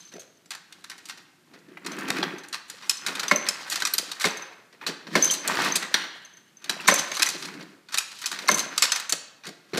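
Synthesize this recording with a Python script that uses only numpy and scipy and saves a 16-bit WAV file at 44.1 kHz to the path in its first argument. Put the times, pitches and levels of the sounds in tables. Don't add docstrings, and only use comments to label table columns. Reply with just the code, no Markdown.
import sys
import numpy as np
from scipy import signal
from scipy.fft import rfft, irfft, next_fast_len
from scipy.io import wavfile
from scipy.ndimage import map_coordinates

SR = 44100
rng = np.random.default_rng(int(sys.argv[2]) if len(sys.argv) > 2 else 0)


def transcribe(u):
    v = np.clip(np.atleast_2d(u).T, -1, 1)
    q = np.round(v * 32767).astype(np.int16)
    wavfile.write(sys.argv[1], SR, q)


N = 431723

# (frequency [Hz], level [dB], t60 [s])
BENCH = [(174, -3.5, 0.054), (230.4, 0, 0.033), (292, 8, 0.012), (366, -3.5, 0.073), (461, -7, 0.08),
         (550, 0, 0.025), (671, 2, 0.031)]
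# (frequency [Hz], level [dB], t60 [s])
HOUSING = [(1184, -0.5, 0.06), (1357, 0, 0.046), (1570, 3.5, 0.03), (1853, 3.5, 0.0081), (2128, 2, 0.052),
           (2534, 7.5, 0.02)]
# (frequency [Hz], level [dB], t60 [s])
TRAY = [(3622, -1, 0.04), (3874, 0, 0.034), (4130, 3, 0.012), (4454, 3, 0.039), (4866, -0.5, 0.022),
        (5860, -0.5, 0.053)]
# (frequency [Hz], level [dB], t60 [s])
TRAY_TOP = [(6600, 0.5, 0.038), (7230, -10.5, 0.039), (8100, -1.5, 0.027), (9620, -14, .02)]


def amp(db):
    return 10 ** (np.asarray(db) / 20)


def unit(x):
    return x / np.sqrt(np.mean(x ** 2) + 1e-20)


def along(points, hz):
    f, v = np.transpose(points)
    return np.interp(np.log(hz + 1), np.log(f + 1), v)


def wobble(rate):
    knots = rng.standard_normal(int(N * rate / SR) + 4)
    return map_coordinates(knots, [np.arange(N) * rate / SR])


def filtered(x, response):
    m = next_fast_len(len(x) + SR // 2)
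    return irfft(rfft(x, m) * response(np.fft.rfftfreq(m, 1 / SR)), m)[:len(x)]


def body(broad, modes, ring_db):
    size = 8192
    hz = np.fft.rfftfreq(size, 1 / SR)
    width = lambda t60: np.log(1000) / np.pi / t60
    peaks = sum(amp(db) ** 2 / (1 + (2 * (hz - c) / width(t60)) ** 2) for c, db, t60 in modes)
    gain = amp(along(broad, hz)) * np.sqrt(1 + amp(ring_db) ** 2 * peaks)
    cepstrum = irfft(np.log(gain + 1e-6))
    cepstrum[1:size // 2] *= 2
    cepstrum[size // 2 + 1:] = 0
    h = irfft(np.exp(rfft(cepstrum)))[:size // 2]
    return h / np.linalg.norm(h)


def parts():
    # (frequency [Hz], relative density [dB per Hz])
    bench_broad = [(90, -44.5), (160, 2.5), (250, 1.5), (450, 1.5), (700, -2), (1500, -45.5)]
    # (frequency [Hz], relative density [dB per Hz])
    housing_broad = [(350, -28), (900, -2), (1500, 0), (2200, -3), (3200, -10), (6000, -28)]
    # (frequency [Hz], relative density [dB per Hz])
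    tray_broad = [(1500, -10.5), (3000, 8), (4500, 7.5), (5800, 6), (10000, -29.5)]
    # (frequency [Hz], relative density [dB per Hz])
    top_broad = [(3500, -24), (6800, 3), (10000, -4), (14500, -12), (16000, -42)]
    return [body(bench_broad, BENCH, ring_db=-14.0), body(housing_broad, HOUSING, ring_db=-1.5),
            body(tray_broad, TRAY, ring_db=0.0), body(top_broad, TRAY_TOP, ring_db=1.5)]


def workshop_air():
    # (frequency [Hz], relative density [dB per Hz])
    air_spectrum = [(15, -20.5), (25, 11), (64, 8), (180, 13), (354, 0.5), (624, 0.5), (1740, 1),
                    (5570, -5.5), (6210, -6.5), (14800, -13.5), (16000, -47)]
    noise = rng.standard_normal(N)
    return amp(-63.5) * unit(filtered(noise, lambda hz: amp(along(air_spectrum, hz))))


def room(x):
    # (frequency [Hz], t60 [s])
    wall_decay = [(150, 0.1), (500, 0.99), (2000, 0.79), (6000, 0.51), (14000, 0.18)]
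    hop = SR // 8
    out = np.zeros(N + 3 * SR)
    for k in range(0, N, hop):
        hz, t, z = signal.stft(rng.standard_normal(SR), SR, nperseg=256)
        fade = amp(-60 * t / along(wall_decay, hz)[:, None])
        tail = signal.istft(z * fade, SR, nperseg=256)[1]
        wet = signal.fftconvolve(x[k:k + hop], tail / np.linalg.norm(tail))
        out[k + 300:][:len(wet)] += wet
    return out[:N]


def jingle():
    # (time [s], level [dB])
    jolts = [(5.945, -35)]
    # (frequency [Hz], width [Hz], level [dB])
    link_bands = [(1780, 380, 0), (2170, 120, -2), (2920, 260, -3), (3250, 350, -3), (4100, 700, -8)]
    t60_s = 0.95
    t = np.arange(N) / SR
    bands = lambda f: np.sqrt(sum(amp(db) ** 2 / (1 + (2 * (f - hz) / width) ** 4)
                                  for hz, width, db in link_bands))
    fade = sum((t > s) * amp(db - 60 * (t - s).clip(0) / t60_s) for s, db in jolts)
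    flicker = amp(2.5 * wobble(40))
    return fade * flicker * unit(filtered(rng.standard_normal(N), bands))


def sliding():
    # (time [s], length [s], scrape level [dB], bench share [dB], hiss share [dB])
    slides = [(0, 0.031, -63, -8, 7.5), (0.73, 0.49, -64.5, -0.5, 0.5), (1.53, 0.04, -62, 8, -20),
              (1.68, .05, -62, 9.5, -20), (1.884, 0.069, -45.5, 5, -14), (1.99, 0.28, -40, 2, -14),
              (2.734, 0.42, -53.5, -11.5, 2), (3.058, 0.41, -43.5, -7, -7.5),
              (3.523, 0.18, -45.5, -16, -1.5), (3.744, 0.36, -51, -12, 3.5),
              (4.245, 0.018, -38.5, -19, -19), (4.3, 0.094, -44, -25, -9), (4.85, 0.068, -51, -6, -11.5),
              (5.152, 0.0065, -43.5, 9, -12), (5.193, 0.089, -40.5, -3, 4.5), (5.49, 0.11, -33, -16, -6),
              (5.606, 0.078, -30.5, -7, -4), (5.952, 0.048, -42, -8, -3), (6.11, 0.072, -60, -20, 0),
              (6.69, 0.24, -46, -6, -10.5), (6.914, 0.061, -35.5, -5.5, -0.5), (7.118, 0.28, -52, -9, 8.5),
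              (7.355, 0.24, -51, 6, -6), (8.05, 0.26, -64, -42, 14), (8.338, 0.23, -45, -7.5, -1.5),
              (8.51, 0.16, -41.5, -4.5, -9.5), (8.77, 0.23, -45, -23.5, -1), (9.78, .05, -48.5, 1, 1)]
    rest_levels = [-69, -84.5, -74, -77.5]
    rise_db_per_s, fall_db_per_s = 219.5, 97.5
    t = np.arange(0, N, 64) / SR
    s, length, db, bench_db, hiss_db = np.transpose(slides)[:, :, None]
    shape_db = db - rise_db_per_s * (s - t).clip(0) - fall_db_per_s * (t - s - length).clip(0)
    top_db = -8.5 + 1.22 * hiss_db
    shares = [bench_db, 0, hiss_db, top_db]
    power = [amp(rest) ** 2 + (amp(shape_db + share) ** 2).sum(axis=0)
             for share, rest in zip(shares, rest_levels)]
    return [np.interp(np.arange(N) / SR, t, np.sqrt(p)) for p in power]


def ticks():
    ticks_per_s, tick_db = 130, -2
    middle_hz, log_spread, cycles = 1923, 0.61, 13
    when, tone, size = rng.random((3, 2200))
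    keep = np.arange(len(when)) < ticks_per_s * N / SR
    scatter = np.log(tone / (1 - tone)) / 2
    hz = (middle_hz * np.exp(log_spread * scatter)).clip(300, 9000)[:, None]
    t = np.arange(600) / SR
    level_db = (-5 * np.log(size)).clip(0, 12)[:, None]
    wave = keep[:, None] * amp(level_db - 60 * t * hz / cycles) * np.sin(2 * np.pi * hz * t)
    where = (when * N).astype(int)[:, None] + np.arange(len(t))
    knocks = np.bincount(where.ravel(), wave.ravel(), minlength=N)[:N]
    return amp(tick_db) * sliding()[1] * unit(knocks)


def drag(bodies):
    # (frequency [Hz], relative density [dB per Hz])
    rub_broad = [(90, -39), (160, 2), (230, 0), (370, 0), (520, -6), (1200, -43)]
    # (frequency [Hz], level [dB], t60 [s])
    rub_modes = [(176, -1.5, 0.033), (293, 2, .04), (360, 2, 0.073)]
    knock_gains = [3, 9, 9, 9]
    lump_depths = [1.4, 2.8, 2.8, 2.8]
    rubbed = [body(rub_broad, rub_modes, ring_db=6.5)] + bodies[1:]
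    shared = wobble(60)
    rate = 320 * amp(3 * wobble(25))
    out = np.zeros(N)
    for gain, size, lump_db, h in zip(sliding(), knock_gains, lump_depths, rubbed):
        knocks = (rng.random(N) < rate / SR) * amp(4 * rng.standard_normal(N).clip(-2, 2))
        lumps = amp(lump_db * (shared + wobble(45)))
        grit = rng.standard_normal(N) * lumps + size * knocks
        out += gain * unit(signal.fftconvolve(grit, h)[:N])
    return out


def clinks():
    # (time [s], level [dB], pitch [Hz], t60 [s])
    case_hits = [(0.0044, -42, 6250, 0.1), (0.052, -40, 6170, 0.08), (0.0824, -43, 6260, 0.08),
                 (0.1381, -38, 6100, 0.05), (0.166, -44, 6080, 0.05), (0.1955, -31, 6420, 0.057),
                 (0.211, -36, 6010, 0.05), (0.2674, -51, 6370, 0.05), (0.3721, -52, 6230, 0.05),
                 (1.918, -27, 6170, .035), (2.3845, -34, 6200, 0.039), (2.9706, -26.5, 6100, 0.042),
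                 (3.014, -34, 6120, 0.05), (3.2815, -16.5, 6150, 0.033), (3.312, -16.5, 6130, 0.04),
                 (3.3601, -15, 6150, 0.048), (3.3748, -24, 6150, 0.06), (3.484, -28, 6000, 0.044),
                 (3.8523, -19, 5800, 0.046), (4.3076, -26.5, 6100, 0.039), (4.3723, -26, 6280, 0.036),
                 (4.4225, -30.5, 6150, 0.04), (5.225, -5, 6200, 0.1), (5.241, -15, 6190, 0.04),
                 (5.2539, -16, 6180, 0.05), (5.276, -14, 6200, 0.042), (5.3075, -12, 5900, .012),
                 (5.3108, -9, 6200, 0.039), (5.3234, -17, 6180, 0.05), (5.722, -12, 6180, 0.026),
                 (6.249, -32, 6200, 0.053), (6.336, -43, 6150, 0.05), (6.3704, -38.5, 6230, 0.045),
                 (6.48, -52, 6240, 0.046), (6.57, -40, 6200, 0.05), (6.62, -49, 6130, 0.038),
                 (6.6423, -33, 6300, 0.037), (6.8726, -11, 5970, 0.05), (6.9123, -9.5, 6130, 0.061),
                 (6.9378, -15, 6190, 0.058), (6.9592, -17, 6120, 0.05), (6.981, -26, 6330, 0.044),
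                 (6.993, -18, 6160, 0.059), (7.1167, -24, 6350, 0.055), (7.1566, -25, 6160, 0.058),
                 (7.224, -19, 5900, 0.05), (7.265, -19.5, 6100, 0.042), (8.2586, -20, 6210, 0.05),
                 (8.476, -19, 6000, 0.045), (8.499, -20, 6200, .03), (8.514, -11, 6180, 0.05),
                 (8.544, -15.5, 6190, 0.05), (8.5954, -16, 6220, 0.054), (8.9196, -15, 6210, 0.045),
                 (8.951, -23, 6060, 0.05), (9.0947, -24.5, 6200, 0.05)]
    shake_radians, shake_rate = 0.55, 250
    rise_s, overtone = 0.00053, 1.98
    t = np.arange(SR // 3) / SR
    out = np.zeros(N + len(t))
    jostle = shake_radians * np.array([wobble(shake_rate), wobble(shake_rate)])
    jostle = np.pad(jostle, ((0, 0), (0, len(t))))
    for (s, db, hz, t60), chance in zip(case_hits, rng.random(len(case_hits))):
        k = round(s * SR)
        split = 30 + 90 * chance
        a, b = jostle[:, k:k + len(t)]
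        ring = np.sin(2 * np.pi * hz * t + a) + 0.37 * np.sin(2 * np.pi * (hz + split) * t + b)
        over = amp(-18.5 - 60 * t / 0.06) * np.sin(2 * np.pi * hz * overtone * t + a)
        envelope = amp(db - 2.0 - 60 * t / max(t60, .005)) * (1 - np.exp(-t / rise_s))
        out[k:k + len(t)] += envelope * (ring + over)
    return out[:N] * amp(2.5 * wobble(140))


def struck(events, modes):
    t = np.arange(SR // 4) / SR
    out = np.zeros(N + len(t))
    hz, level, t60 = np.transpose(modes)[:, :, None]
    onset = 1 - np.exp(-t / 0.00073)
    for (s, db, tilt_db), (a, b) in zip(events, rng.standard_normal((len(events), 2, len(modes), 1))):
        tilt = tilt_db * np.log2(hz / 4000)
        gain = amp(db - 5 + level + tilt + 2.5 * a - 60 * t / t60)
        tones = gain * np.sin(2 * np.pi * hz * (1 + 0.0073 * b) * t)
        out[round(s * SR):][:len(t)] += onset * tones.sum(axis=0)
    return out[:N]


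def notes():
    # (time [s], level [dB], pitch [Hz], t60 [s])
    clear_notes = [(2.104, -20, 2400, .02), (2.229, -11.5, 870, 0.02), (2.19, -15, 300, 0.043),
                   (2.231, -15.5, 350, .045), (2.336, -23, 366, 0.06), (7.27, -14, 2000, 0.027),
                   (7.273, -16, 2500, .02), (5.66, -13, 1150, .025), (5.3, -10, 3200, 0.028),
                   (2.229, -7, 3390, 0.016), (2.227, -16, 4200, 0.023), (3.194, -22, 4770, .02),
                   (3.35, -15.5, 594, 0.048), (3.719, -16, 1860, 0.019), (3.757, -19, 4400, .025),
                   (3.87, -22, 1360, .02), (3.937, -7, 9340, .015), (3.937, -6.5, 11900, 0.018),
                   (3.981, -6.5, 4900, 0.019), (4.253, -16, 4200, .02), (5.942, -8, 1834, 0.024),
                   (5.756, -14, 4900, .02), (2.229, -15, 4940, .012), (6.8, -16, 2700, .02),
                   (0.508, -32, 1330, .04), (0.53, -46, 1507, .45), (0.506, -33, 3480, .04),
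                   (0.915, -46, 1507, .3), (8.779, -17, 4600, .05), (8.483, -14, 6840, .025),
                   (9.74, -22, 165, .09), (5.19, -20, 590, .06), (7.168, -20, 1250, 0.033),
                   (7.55, -24.5, 297, .05), (9.733, -15, 374, 0.062), (6.922, -13, 576, 0.046),
                   (6.94, -15, 706, 0.037), (7.22, -8.5, 1600, 0.025), (7.943, -11.5, 1820, 0.022),
                   (8.9, -19.5, 2900, .02), (7.2, -29.5, 327, 0.091), (8.778, -13.5, 1230, 0.032)]
    return sum(struck([(s, db, 0)], [(hz, 0, max(t60, .004))]) for s, db, hz, t60 in clear_notes)


def pawl_snaps():
    # (time [s], level [dB], tilt [dB per octave])
    snap_times = [(3.064, -9.5, 1.5), (3.083, -19.5, -10.5), (3.821, -18, -9), (4.242, -13.5, 9.5),
                  (4.865, -12, 2), (5.476, -27, 1), (6.695, -12, -5), (7.975, -8, -0.5), (8.315, -18, -2),
                  (9.773, -21, 6)]
    # (frequency [Hz], level [dB], t60 [s])
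    pawl_modes = [(1565, -1.5, 0.016), (2390, -12, 0.034), (3930, 0, 0.022), (4900, -4.5, 0.016)]
    return struck(snap_times, pawl_modes)


def cartridge_drops():
    # (time [s], level [dB], tilt [dB per octave])
    landings = [(0.46, -51, 11), (2.895, -8.5, 3.5), (3.487, -10.5, 6.5), (3.851, -16, 2), (5.755, -20, -9),
                (7.221, -5.5, -2), (7.983, -8, 1.5), (8.258, -13.5, 2.5), (8.822, -13.5, 9),
                (8.836, -9, -1), (8.919, -12, 1.5), (8.959, -17.5, -1)]
    # (frequency [Hz], level [dB], t60 [s])
    cartridge_modes = [(2500, -3.5, 0.032), (5165, -2.5, 0.034), (5930, -11.5, .025), (7070, -13.5, .025),
                       (7190, -9.5, 0.046), (7840, -6.5, 0.03), (9630, -10.5, 0.014)]
    return struck(landings, cartridge_modes)


def crank():
    # (time [s], level [dB])
    stops = [(3.311, 0.5), (4.241, -8), (5.152, -2), (6.883, 1.5), (8.488, -1)]
    # (frequency [Hz], level [dB], t60 [s])
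    crank_modes = [(221, -5.5, 0.073), (433, -1, 0.037), (521, 2.5, 0.02), (587, -9, 0.09),
                   (770, 6.5, 0.02), (1051, 11, 0.023), (1375, 4, 0.025), (1585, 7, 0.018),
                   (1753, 8.5, 0.022), (2157, 11, 0.024)]
    rise_s, rise_cycles = .0015, 2.53
    shake_radians, varies_db = 0.35, 2
    t = np.arange(SR // 4) / SR
    out = np.zeros(N + len(t))
    for (s, db), chance in zip(stops, rng.standard_normal((len(stops), len(crank_modes), 2))):
        for (hz, level, t60), (a, b) in zip(crank_modes, chance):
            rise = (1 - np.exp(-t / (rise_s + rise_cycles / hz))) ** 2
            shake = shake_radians * map_coordinates(rng.standard_normal(200), [t * hz / 5])
            fall = amp(db - 6.5 + level + varies_db * a - 60 * t / t60)
            tone = np.sin(2 * np.pi * hz * (1 + 0.01 * b) * t + shake)
            out[round(s * SR):][:len(t)] += fall * rise * tone
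    return out[:N]


def contacts(bodies):
    # (time [s], level [dB], bench share [dB], bright share [dB],
    # own note [Hz], chatter t60 before each part's linger factor [s])
    blows = [(0.118, -34, -15, -23, 1600, 0.067), (0.137, -32.5, 2.5, -20, 1930, 0.045),
             (0.163, -37, -15, -19, 1370, 0.037), (0.194, -36, -26, -12.5, 2630, 0.086),
             (0.458, -39, -7, -12, 1410, 0.022), (0.506, -18, -47, -15.5, 2620, 0.048),
             (0.548, -24.5, -25, -17, 2650, 0.032), (0.724, -28, -37, -18, 3590, 0.028),
             (0.841, -26, -32, -16, 1730, 0.031), (0.898, -19.5, -42, -14, 5070, 0.025),
             (0.913, -27.5, -33, -23, 1104, 0.042), (0.98, -31, -33, -14, 1350, 0.035),
             (1.055, -28.5, -35, -10.5, 4700, 0.046), (1.086, -26, -30, -14.5, 2180, 0.069),
             (1.096, -21, -36, -23, 4340, 0.043), (1.174, -30.5, -31, -18.5, 1870, 0.035),
             (1.536, -33, -11.5, -25, 1280, 0.044), (1.588, -41, -16, -19, 1360, 0.043),
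             (1.685, -40, -5, -30, 1820, 0.05), (1.771, -28.5, -7, -68, 2020, 0.016),
             (1.846, -26, -13, -24, 2660, 0.028), (1.862, -18, -30, -17, 1780, 0.035),
             (1.917, -22.5, -9, -17.5, 2260, 0.046), (1.986, -21.5, -6, -10, 1280, 0.03),
             (2.009, -32, -30, -6, 5000, .015), (2.032, -34, -30, -10, 5000, .015),
             (2.082, -22.5, -3, -15, 1690, 0.057), (2.103, -3, -14, -20.5, 2650, 0.01),
             (2.164, -19, -14, -27, 1510, 0.083), (2.183, -17, -8, -22.5, 2000, 0.05),
             (2.229, -8.5, -13.5, -25, 1133, 0.022), (2.336, -37, 0, -31, 1580, 0.054),
             (2.382, -31, -21, -17, 1230, 0.044), (2.435, -24.5, -38, -21, 1630, 0.037),
             (2.484, -37, -29, -4, 1880, 0.031), (2.527, -17.5, -33, -19, 4380, 0.059),
             (2.541, -16.5, -46, -20.5, 2684, 0.044), (2.681, -38, -23, -10, 1950, 0.066),
             (2.699, -22.5, -29, -14, 4880, 0.035), (2.823, -24.5, -25, -24, 3750, 0.035),
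             (2.842, -28.5, -35, -24.5, 2090, 0.063), (2.895, -8, -63, -5, 5210, 0.033),
             (3.064, -8.5, -27.5, -13.5, 1610, 0.029), (3.083, -13.5, -12, -23.5, 1410, 0.043),
             (3.151, -17, -19.5, -18.5, 1500, 0.054), (3.195, -9, -39, -14.5, 3600, 0.024),
             (3.231, -10.5, -16, -20, 1470, 0.032), (3.281, -13.5, -47.5, -17, 4900, 0.037),
             (3.312, -0.5, -13.5, -23, 2033, 0.034), (3.358, -24, -1.5, -12, 1130, 0.04),
             (3.465, -16, -17.5, -28, 1800, 0.064), (3.487, -10.5, -32, -5, 5240, 0.029),
             (3.699, -22, -55, -7.5, 4640, 0.087), (3.719, -13, -53, -14.5, 4400, 0.063),
             (3.757, -11, -58, -15, 5020, 0.036), (3.801, -17, -33, -18, 1870, 0.052),
             (3.821, -11, -19, -19, 1290, 0.033), (3.851, -7.5, -44, -11.5, 2360, 0.028),
             (3.87, -10, -28, -12.5, 1970, 0.029), (3.937, -10, -24, -10.5, 4100, 0.027),
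             (3.981, -9.5, -19.5, -6, 4460, 0.027), (4.115, -15.5, -30, -15.5, 3780, 0.031),
             (4.198, -17, -42, -13, 3900, 0.06), (4.207, -13, -48.5, -16.5, 2236, 0.17),
             (4.242, -10, -21, -25.5, 1510, 0.058), (4.253, -6.5, -9.5, -15, 3750, 0.035),
             (4.283, -21.5, -18.5, -14, 1710, 0.022), (4.369, -25, -9.5, -12.5, 1490, 0.032),
             (4.422, -29, -19, -40.5, 1390, 0.034), (4.726, -37.5, -12, -26, 1930, 0.052),
             (4.812, -26, -13.5, -46, 1500, 0.047), (4.865, -9.5, -15.5, -19, 4230, 0.058),
             (5.068, -24, -4.5, -32, 3080, 0.03), (5.136, -25, -10, -31, 1500, 0.06),
             (5.153, -3, -8.5, -21.5, 2160, 0.041), (5.225, -26, -43, -29, 5500, 0.019),
             (5.242, -19.5, -16, -3.5, 1970, 0.045), (5.308, -16.5, -34, -5.5, 1284, 0.085),
             (5.338, -16, -17.5, -8.5, 4130, 0.053), (5.454, -25, -2.5, -33, 2000, 0.056),
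             (5.476, -10, -19, -5, 1510, 0.022), (5.511, -18.5, -6.5, -39, 1160, 0.09),
             (5.553, -21.5, -20, -8.5, 4600, .02), (5.617, -17.5, -8.5, -19, 1980, 0.06),
             (5.645, -15.5, -6, -15, 2200, 0.04), (5.66, -19.5, -5, -17, 1180, 0.055),
             (5.683, -25, -15, -11, 1300, .025), (5.756, -10, -18, -5.5, 5020, 0.024),
             (5.766, -13, -25, -10, 4500, .03), (5.825, -13.5, -17.5, -24, 1960, 0.033),
             (5.941, -0.5, -22, -20.5, 3370, 0.022), (6.017, -22, -28, -31, 3190, 0.033),
             (6.04, -17.5, -19, -30, 2000, 0.031), (6.249, -38, -40, -13, 1840, 0.035),
             (6.369, -42, -29.5, -14, 1860, 0.035), (6.618, -38.5, -21, -16, 1440, 0.026),
             (6.642, -22, -25, -17, 4400, 0.031), (6.695, -9.5, -19.5, -16.5, 4040, 0.04),
             (6.805, -25, -30, -18.5, 1580, 0.058), (6.877, -1, -25, -10.5, 2260, 0.044),
             (6.884, -1, -13.5, -24, 2240, 0.041), (6.914, -14, -11, -21.5, 1700, 0.019),
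             (6.94, -27.5, -13, 7.5, 2130, 0.043), (6.985, -14, -33, -12, 4080, 0.055),
             (7.115, -16, -14.5, -22, 2320, 0.033), (7.14, -21, -30, -16, 4270, 0.11),
             (7.168, -16, -30, -16.5, 1715, 0.11), (7.196, -7.5, -34, -24, 1180, 0.027),
             (7.221, -3.5, -55.5, -10.5, 2590, 0.029), (7.258, -15.5, -27, -14, 2110, 0.075),
             (7.288, -14, -16, -7, 4470, 0.033), (7.302, -20, -23, -7, 4000, .03),
             (7.424, -19.5, -39, -20.5, 4940, 0.054), (7.452, -22, -39, -15, 4200, .03),
             (7.483, -24.5, -30, -29, 1430, 0.045), (7.539, -26, -11, -22, 2680, 0.027),
             (7.608, -26.5, -5.5, -29, 800, 0.044), (7.626, -31, -20, -15, 4500, .02),
             (7.886, -27, -52, -22.5, 1470, 0.074), (7.922, -19, -53, -16, 5200, 0.038),
             (7.942, -7, -30.5, -15.5, 1190, 0.03), (7.974, -10.5, -41, -11.5, 1560, 0.019),
             (7.983, -8.5, -68, -5, 5250, 0.024), (8.005, -20, -45, -20, 1800, 0.025),
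             (8.116, -27.5, -45, -18.5, 2130, 0.047), (8.188, -29.5, -49, -10, 3080, 0.04),
             (8.216, -21, -52, -15.5, 2500, 0.057), (8.24, -15.5, -42.5, -26, 1790, 0.03),
             (8.258, -13.5, -57, -8.5, 5320, 0.044), (8.315, -16.5, -27.5, -19, 1480, 0.076),
             (8.388, -16, -30.5, -22, 1520, 0.028), (8.421, -26.5, -7, -14, 1460, 0.033),
             (8.483, -4, -19, -15, 2090, 0.03), (8.514, -10, -6, -13, 1446, 0.033),
             (8.542, -22, -7, -2.5, 1960, 0.052), (8.575, -17, -24, -12, 1990, 0.079),
             (8.593, -14, -26, -11, 4100, 0.044), (8.762, -39, -40.5, -9, 5000, 0.026),
             (8.778, -9, -38, -9.5, 4700, 0.034), (8.822, 0, -57, -13, 4520, 0.033),
             (8.836, -9, -44, -11.5, 4430, 0.048), (8.919, -6, -53, -17.5, 4280, 0.038),
             (8.959, -10.5, -39, -16, 1523, 0.046), (8.998, -19.5, -49, -13.5, 2510, 0.035),
             (9.094, -17, -37, -9.5, 2250, 0.046), (9.123, -6.5, -16, -8, 4200, 0.023),
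             (9.436, -27.5, -27, -28, 1480, 0.07), (9.453, -23.5, -16, -22, 1720, 0.043),
             (9.467, -23.5, -6.5, -15.5, 4750, 0.046), (9.489, -27, -7, -14, 4360, 0.023),
             (9.734, -16, -7.5, -26, 2250, 0.073), (9.773, -11.5, -5, -17, 1580, 0.043)]
    middling_db = -16
    tray_note_hz, owner_db = 2800, 1.5
    note_t60_s, note_shake = 0.075, 0.66
    blow_t60_s = 0.0024
    chatter_db = np.array([-3.5, -8.0, -5.0, -2.5])
    ring_db = np.array([-7.5, -12, -9.0, -22])
    linger = np.array([2.69, 3.2, 2.06, 1.39])
    soft_s = np.array([0.018, 0.0014, 0.0011, 0.00069])
    onset_s = np.array([[.006], [.0014], [.001], [.0006]])

    t = np.arange(SR // 6) / SR
    force, rings = np.zeros((len(bodies), N + len(t))), np.zeros(N + len(t))
    first_touch = amp(np.array([[-20], [-3], [4], [5]]) - 60 * t / blow_t60_s)
    swell = 1 - np.exp(-t / soft_s[:, None])

    modes = [BENCH, HOUSING, TRAY, TRAY_TOP]
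    part = np.repeat(np.arange(len(modes)), [len(m) for m in modes])
    hz, mode_db, mode_t60 = np.concatenate(modes).T[:, :, None]
    grips = 1 + .04 * rng.standard_normal((8, len(part), 1))
    mode_rise = 1 - np.exp(-t / onset_s[part])
    banks = amp(mode_db - 60 * t / mode_t60) * np.sin(2 * np.pi * hz * grips * t) * mode_rise

    spots = rng.standard_normal((len(blows), len(part)))
    noise = rng.standard_normal((len(blows), len(bodies), len(t)), dtype=np.float32)
    held = rng.integers(len(banks), size=len(blows))
    shake = np.pad(note_shake * wobble(250), (0, len(t)))
    lumps = amp(3.5 * wobble(300))
    for (s, db, bench_db, bright_db, note_hz, t60), chatter, spot, grip in zip(blows, noise, spots, held):
        k = round(s * SR)
        brighter_db = bright_db - middling_db
        housing_db = -14 - 0.19 * brighter_db
        tray_db = -12.5 + 0.23 * brighter_db
        level_db = db + np.array([bench_db, housing_db, tray_db, bright_db])
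        owner = 1 if note_hz < tray_note_hz else 2
        level_db[owner] += owner_db

        fall = amp(-60 * (t / (max(t60, .004) * linger[:, None])) ** 1.13)
        chatter_gain = amp(level_db + chatter_db)[:, None]
        force[:, k:k + len(t)] += chatter_gain * swell * (fall + first_touch) * chatter

        signs = np.sign(spot[::-1])
        strength = amp((level_db + ring_db)[part] + 5.2 * spot.clip(-2, 1.2)) * signs
        rings[k:k + len(t)] += np.sqrt(fall[0]) * (strength @ banks[grip])

        note_fall = amp(level_db[owner] - 6 - 60 * t / min(1.9 * t60, note_t60_s))
        note = np.sin(2 * np.pi * note_hz * t + shake[k:k + len(t)])
        rings[k:k + len(t)] += swell[owner] * note_fall * note
    hits = sum(signal.fftconvolve(f[:N] * lumps, h)[:N] for f, h in zip(force, bodies))
    return rings[:N], hits


def scene():
    bodies = parts()
    air = workshop_air()
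    slide = drag(bodies) + ticks() + jingle()
    ring = clinks()
    modes, hits = contacts(bodies)
    tones = modes + crank() + cartridge_drops() + pawl_snaps() + notes()
    to_walls = amp(-11.0) * hits + amp(-14.5) * tones + amp(-10.5) * ring + amp(-12.5) * slide
    return (hits + tones + ring + slide + room(to_walls) + air)[None]


def record(dry):
    corner_hz, top_hz = 115, 15600
    bass = lambda hz: (1j * hz / corner_hz) ** 2 / (1 + 1.3j * hz / corner_hz - (hz / corner_hz) ** 2)
    edge = lambda hz: 1 / (1 + (hz / top_hz) ** 90)
    squeezed = dry[0] / (1 + np.abs(dry[0] / 0.7) ** 4) ** (1 / 4)
    return filtered(squeezed, lambda hz: bass(hz) ** 2 * edge(hz))[None]


dry = scene()
out = record(dry)
transcribe(out)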